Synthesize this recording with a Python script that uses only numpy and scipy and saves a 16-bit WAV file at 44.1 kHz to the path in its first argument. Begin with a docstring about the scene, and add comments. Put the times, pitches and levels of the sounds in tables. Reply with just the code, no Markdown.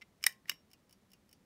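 """A mechanical stopwatch, held in the hand close to one microphone in a quiet room.
A finger presses the crown: a lever slips and the hammer snaps over. The escapement starts ticking
five times a second. On release the crown slides and springs back, leaving its spring ringing, and
the hand gives with a soft bump. Every contact rings the same small metal case, damped by the hand.
Behind the watch lie a short room tail and a low room tone."""
import sys
import numpy as np
from scipy import signal
from scipy.fft import rfft, irfft
from scipy.io import wavfile

SR = 44100
rng = np.random.default_rng(int(sys.argv[2]) if len(sys.argv) > 2 else 0)


def store_wav(level_fs):
    """Save 16-bit WAV to argv[1]."""
    pcm = np.round(np.clip(np.atleast_2d(level_fs), -1, 1) * 32767)
    wavfile.write(sys.argv[1], SR, pcm.T.astype(np.int16))


N = 63945
T = np.arange(N) / SR

# room tone spectrum: (frequency [Hz], relative density [dB])
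AIR_COLOUR = [(15, -37.5), (25, -7), (190, -0.5), (489, -9), (677, -13.5), (775, -13.5), (936, -15),
              (1290, -17), (1610, -20), (2000, -19), (2690, -23), (3720, -23), (4490, -24), (14800, -32),
              (16000, -34.5)]
# what the room returns to the microphone: (frequency [Hz], level [dB])
ROOM_COLOUR = [(200, -7.5), (600, -17.5), (1200, -18.5), (2000, -21), (2450, -18), (2870, -27), (3300, -12),
               (3780, -20.5), (4300, -17), (5000, -22.5), (5500, -26), (6700, -14), (8800, -26),
               (11000, -20.5), (16000, -21)]
# bump of the hand: (frequency [Hz], relative level [dB])
BUMP_COLOUR = [(130, -3.5), (250, 2.5), (450, -11), (900, -14), (2000, -32), (8000, -61)]
# how each part lands, in the order lever, hammer, crown, escapement, stem:
# part -> (rise [s], t60 of the crack at 4 kHz [s], factor on the ring time of the case [ratio])
PART_CONTACTS = {"lever": (.0004, .018, 1.02), "hammer": (.0005, .02, 0.96), "crown": (0.00087, .015, 1),
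                 "escapement": (0.00094, 0.027, 1.8), "stem": (.0005, 0.021, 1.4)}
# modes of the metal case: (frequency [Hz], base t60 [s], relative level for each of the five parts [dB])
CASE_MODES = [(617, .008, -29.5, -24, -30.5, -29.5, -30), (913, .009, -32.5, -19, -23.5, -28, -30),
              (1190, .016, -10, -31, -9.5, -20.5, -15), (1771, 0.012, -11.5, -0.5, -1.5, -19, -12.5),
              (1944, .026, -5, 9, -21, -16, -8), (2080, 0.028, -11.5, -2.5, -18.5, -18.5, 6),
              (2328, 0.024, 2.5, 2, -3.5, -10.5, -0.5), (2848, 0.015, -7, -16, 7, -6, -9),
              (3010, .022, 0.5, -5, -3, 1, -5), (3793, 0.047, -12, -4, 1, -13.5, -10),
              (4932, .012, -4.5, -3.5, 0, -6.5, -14), (5236, 0.022, 4, -5, -13, 1.5, -11.5),
              (5510, .018, 2, 0, 0.5, 3.5, 0), (6310, 0.064, -18, -18, -7, -6.5, -21),
              (7560, .016, -14, -12.5, -4.5, -11, -24), (8204, 0.01, -19, -12, -20, -20, -25),
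              (8766, 0.0073, -17.5, -5.5, -17, -7, -17), (9250, 0.012, -23, -12, -21, -10, -28),
              (10200, .009, -17.5, -13, -24, -4, -30.5), (11570, .009, -12.5, -8.5, -9.5, -15, -23.5),
              (12650, .009, -22, -23, -9.5, -6, -28), (13240, 0.029, -21.5, -9, -17, -10.5, -18),
              (14400, 0.012, -20, -9, -14.5, -7.5, -34), (15300, .011, -21, -11, -8.5, -6, -23)]
# the crack, a crowd of short-lived modes: (frequency [Hz], relative level for each of the five parts [dB])
CRACK_COLOUR = [(200, -32, -36, -24, -30, -32), (500, -25, -30, -27, -26, -27),
                (930, -22, -22, -27, -22.5, -25), (1600, -12, -14.5, -12, -18, -16),
                (2501, -8.5, -18, -14, -11, -6.5), (3700, -17, -18.5, -18, -20, -14.5),
                (5500, -11, -16, -9.5, -10, -12.5), (6940, -16, -21.5, -19.5, -18, -23),
                (9100, -20, -14, -21, -14.5, -27), (12000, -23.5, -18, -10.5, -18, -28.5),
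                (15500, -21.5, -20.5, -16, -13, -28)]
# escapement beats: three tiny clicks each (time [s], level [dB]); the last listed also rings small parts
BEAT_CONTACTS = [(0.2915, -30.5, 0.27, -22, .3228, -23.5), (.5050, -23, .5185, -20.5, .5385, -31),
                 (.7023, -38, .7135, -28, .7322, -21.5), (0.8939, -31, .9085, -30.5, .9258, -24),
                 (1.1027, -37, 1.1163, -27.5, 1.1331, -22.5), (1.2912, -30.5, 1.3119, -30.5, 1.3278, -23)]
# those small parts: (frequency [Hz], t60 [s], level on tick [dB re click], level on tock [dB re click])
BEAT_PINGS = [(2500, 0.092, -48, -73.5), (2785, 0.08, -42, -56), (4640, 0.081, -47.5, -44.5),
              (5730, .08, -51, -43.5), (6620, .07, -53, -53), (9530, 0.034, -64, -41.5),
              (11200, 0.053, -55, -48)]
# clicks of the crown mechanism: (time [s], part, level [dB], treble tilt [dB/octave])
CROWN_CLICKS = [(0.0116, "stem", -24, -2.5), (0.0174, "stem", -15, -2.5), (.0222, "stem", -15.5, -3.5),
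                (0.2093, "stem", -34, -5.5), (0.2281, "lever", -16, 3), (0.2394, "lever", 5, 1),
                (0.2635, "lever", -1.5, 4.5), (0.2654, "hammer", 14.5, 1), (.2928, "crown", -26.5, -2),
                (0.4557, "hammer", -29, -8), (0.4808, "crown", -31.5, 0.5), (.4840, "stem", -15.5, -4.5),
                (0.4936, "crown", -11.5, 2.5), (0.4953, "crown", 5, 0), (0.5016, "lever", -13, 1),
                (.5153, "stem", -8, -5)]
# the stem rubs in its sleeve: (time [s], length [s], level [dB])
STEM_SLIDES = [(0.214, 0.037, -65), (0.47, 0.038, -61.5)]
# spectrum of that rubbing: (frequency [Hz], relative level [dB])
STEM_COLOUR = [(500, -18), (2000, 0.5), (3000, -3), (4000, -7.5), (5500, -3.5), (8000, -12.5),
               (16000, -12.5)]
# lightly damped springs and plates: (time [s], frequency [Hz], level [dB], t60 [s])
SPRING_RINGS = [(.266, 1066, -66, .6), (.266, 1905, -46.5, .16), (.266, 3790, -55, .09),
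                (.266, 5315, -58.5, .15), (.266, 6640, -53, .12), (0.4956, 1068, -69.5, .35),
                (0.4971, 5551, -60.5, 0.4)]


def from_db(db):
    """Decibels to gain."""
    return 10 ** (np.asarray(db) / 20)


def at_hz(points, hz):
    """Read a spectrum on a log-frequency axis."""
    points = np.array(points)
    return np.interp(np.log(np.maximum(hz, 1)), np.log(points[:, 0]), points[:, 1])


def add(out, start_s, sound):
    """Mix a sound in at a time."""
    i = int(start_s * SR)
    out[i:i + len(sound)] += sound[:N - i]


def high_pass(x, hz, order):
    """Roll off the bass."""
    return signal.sosfilt(signal.butter(order, hz, "high", fs=SR, output="sos"), x)


def swell(t, rise_s, t60):
    """Quick rise, exponential decay."""
    return (1 - np.exp(-(t / rise_s) ** 2)) * 1000.0 ** (-t / t60)


def noise(gain):
    """Steady noise with a gain given as a function of frequency; rms 1."""
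    x = irfft(rfft(rng.standard_normal(N)) * gain(np.fft.rfftfreq(N, 1 / SR)), N)
    return x / x.std()


def dying_noise(spectrum, rise_s, t60, treble_damping, size):
    """Decaying noise bands; t60 holds at 4 kHz and falls with frequency to the power treble_damping."""
    edges_hz = np.geomspace(120, 17000, 23)
    bins_hz = np.fft.rfftfreq(size, 1 / SR)
    white, out = rfft(rng.standard_normal(size)), np.zeros(size)
    for low, high in zip(edges_hz, edges_hz[1:]):
        hz = np.sqrt(low * high)
        band = irfft(white * (bins_hz >= low) * (bins_hz < high), size)
        band *= swell(T[:size], rise_s, t60 * (hz / 4000) ** -treble_damping)
        band_share = 2 * (high - low) / SR   # of the energy of a flat spectrum
        out += band * from_db(at_hz(spectrum, hz)) * np.sqrt(band_share / np.sum(band ** 2))
    return out


def room_tone(air_db=-70.5, hum_db=-79, hum_hz=193, half_width_hz=25):
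    """The quiet room behind the watch: low rumble, faint hiss and a narrow, wavering hum."""
    air = noise(lambda hz: from_db(at_hz(AIR_COLOUR, hz)))
    hum = noise(lambda hz: 1 / (1 + ((hz - hum_hz) / half_width_hz) ** 2))
    return from_db(air_db) * air + from_db(hum_db) * hum


def room_tail(sound, delay_s=0.0032):
    """A short diffuse tail that reaches the microphone just after the direct sound."""
    out = np.zeros(N)
    tail = dying_noise(ROOM_COLOUR, rise_s=0.0019, t60=0.17, treble_damping=0.17, size=16384)
    add(out, delay_s, signal.fftconvolve(sound, tail))
    return out


def hand(release_s=0.4965, level_db=-12.5):
    """Handling noise, close up: the hand gives with a dull bump as the finger lifts."""
    out = np.zeros(N)
    bump = dying_noise(BUMP_COLOUR, rise_s=0.002, t60=0.21, treble_damping=0, size=8192)
    add(out, release_s, from_db(level_db) * bump)
    return out


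def ping(hz, level_db, t60):
    """One partial of a lightly damped metal part."""
    return from_db(level_db) * swell(T, rise_s=0.0005, t60=t60) * np.sin(2 * np.pi * hz * T)


def treble_tilt(hz, db_per_octave, pivot_hz=3000, flat_below_hz=1500):
    """Decibels by which a brighter or duller contact shifts a frequency."""
    return db_per_octave * np.log2(max(hz, flat_below_hz) / pivot_hz)


def strike(part, level_db, tilt=0, size=4096):
    """One contact: a crack and the case modes, alternating in sign, coloured by the part that strikes."""
    column, t = list(PART_CONTACTS).index(part), T[:size]
    rise_s, crack_t60, ring_factor = PART_CONTACTS[part]
    colour = [(hz, levels[column] + treble_tilt(hz, tilt)) for hz, *levels in CRACK_COLOUR]
    out = dying_noise(colour, rise_s, crack_t60, treble_damping=0.25, size=size)
    for n, (hz, t60, *levels) in enumerate(CASE_MODES):
        envelope = swell(t, rise_s, t60 * ring_factor)
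        envelope *= 2 / envelope.sum()   # same resonance height whatever the ring time
        gain = (-1) ** n * from_db(levels[column] + treble_tilt(hz, tilt))
        out += gain * envelope * np.sin(2 * np.pi * hz * t)
    return from_db(level_db) * out


def escapement():
    """Three tiny clicks a beat; the last rings small parts as the two pallets take turns, tick, tock."""
    out = np.zeros(N)
    pings = [sum(ping(hz, levels[pallet], t60) for hz, t60, *levels in BEAT_PINGS) for pallet in (0, 1)]
    for n, beat in enumerate(BEAT_CONTACTS):
        for start_s, level_db in zip(beat[::2], beat[1::2]):
            add(out, start_s, strike("escapement", level_db))
        last_s, last_db = beat[-2:]
        add(out, last_s, from_db(last_db) * pings[n % 2])
    return out


def crown(grip_s=0.61, grip_t60=0.1):
    """Press and release: clicks, the rubbing stem and springs that ring until the grip damps them."""
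    out, springs = np.zeros(N), np.zeros(N)
    for start_s, part, level_db, tilt in CROWN_CLICKS:
        add(out, start_s, strike(part, level_db, tilt))
    rub = noise(lambda hz: from_db(at_hz(STEM_COLOUR, hz)))
    for start_s, length_s, level_db in STEM_SLIDES:
        travel = np.clip((T - start_s) / length_s, 0, 1)
        out += from_db(level_db) * rub * np.sin(np.pi * travel)
    for start_s, hz, level_db, t60 in SPRING_RINGS:
        add(springs, start_s, ping(hz, level_db, t60))
    grip_damping = 1000.0 ** (-np.maximum(T - grip_s, 0) / grip_t60)
    return out + springs * grip_damping


def stopwatch():
    """What the small case radiates in one direction: little bass, and a crack unique to that direction."""
    return high_pass(crown() + escapement(), hz=380, order=3)


def scene(directions=3):
    """The watch close to the microphone, in mono; the room returns what it sends in other directions."""
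    reverberation = sum(room_tail(stopwatch()) for _ in range(directions)) / np.sqrt(directions)
    return (stopwatch() + reverberation + hand() + room_tone())[None]


def record(dry, top_hz=15700):
    """The microphone rolls off the deep bass; the top is cut steeply."""
    thin = high_pass(dry, hz=27, order=2)
    return signal.sosfilt(signal.ellip(10, 0.2, 70, top_hz, fs=SR, output="sos"), thin)


dry = scene()
out = record(dry)
store_wav(out)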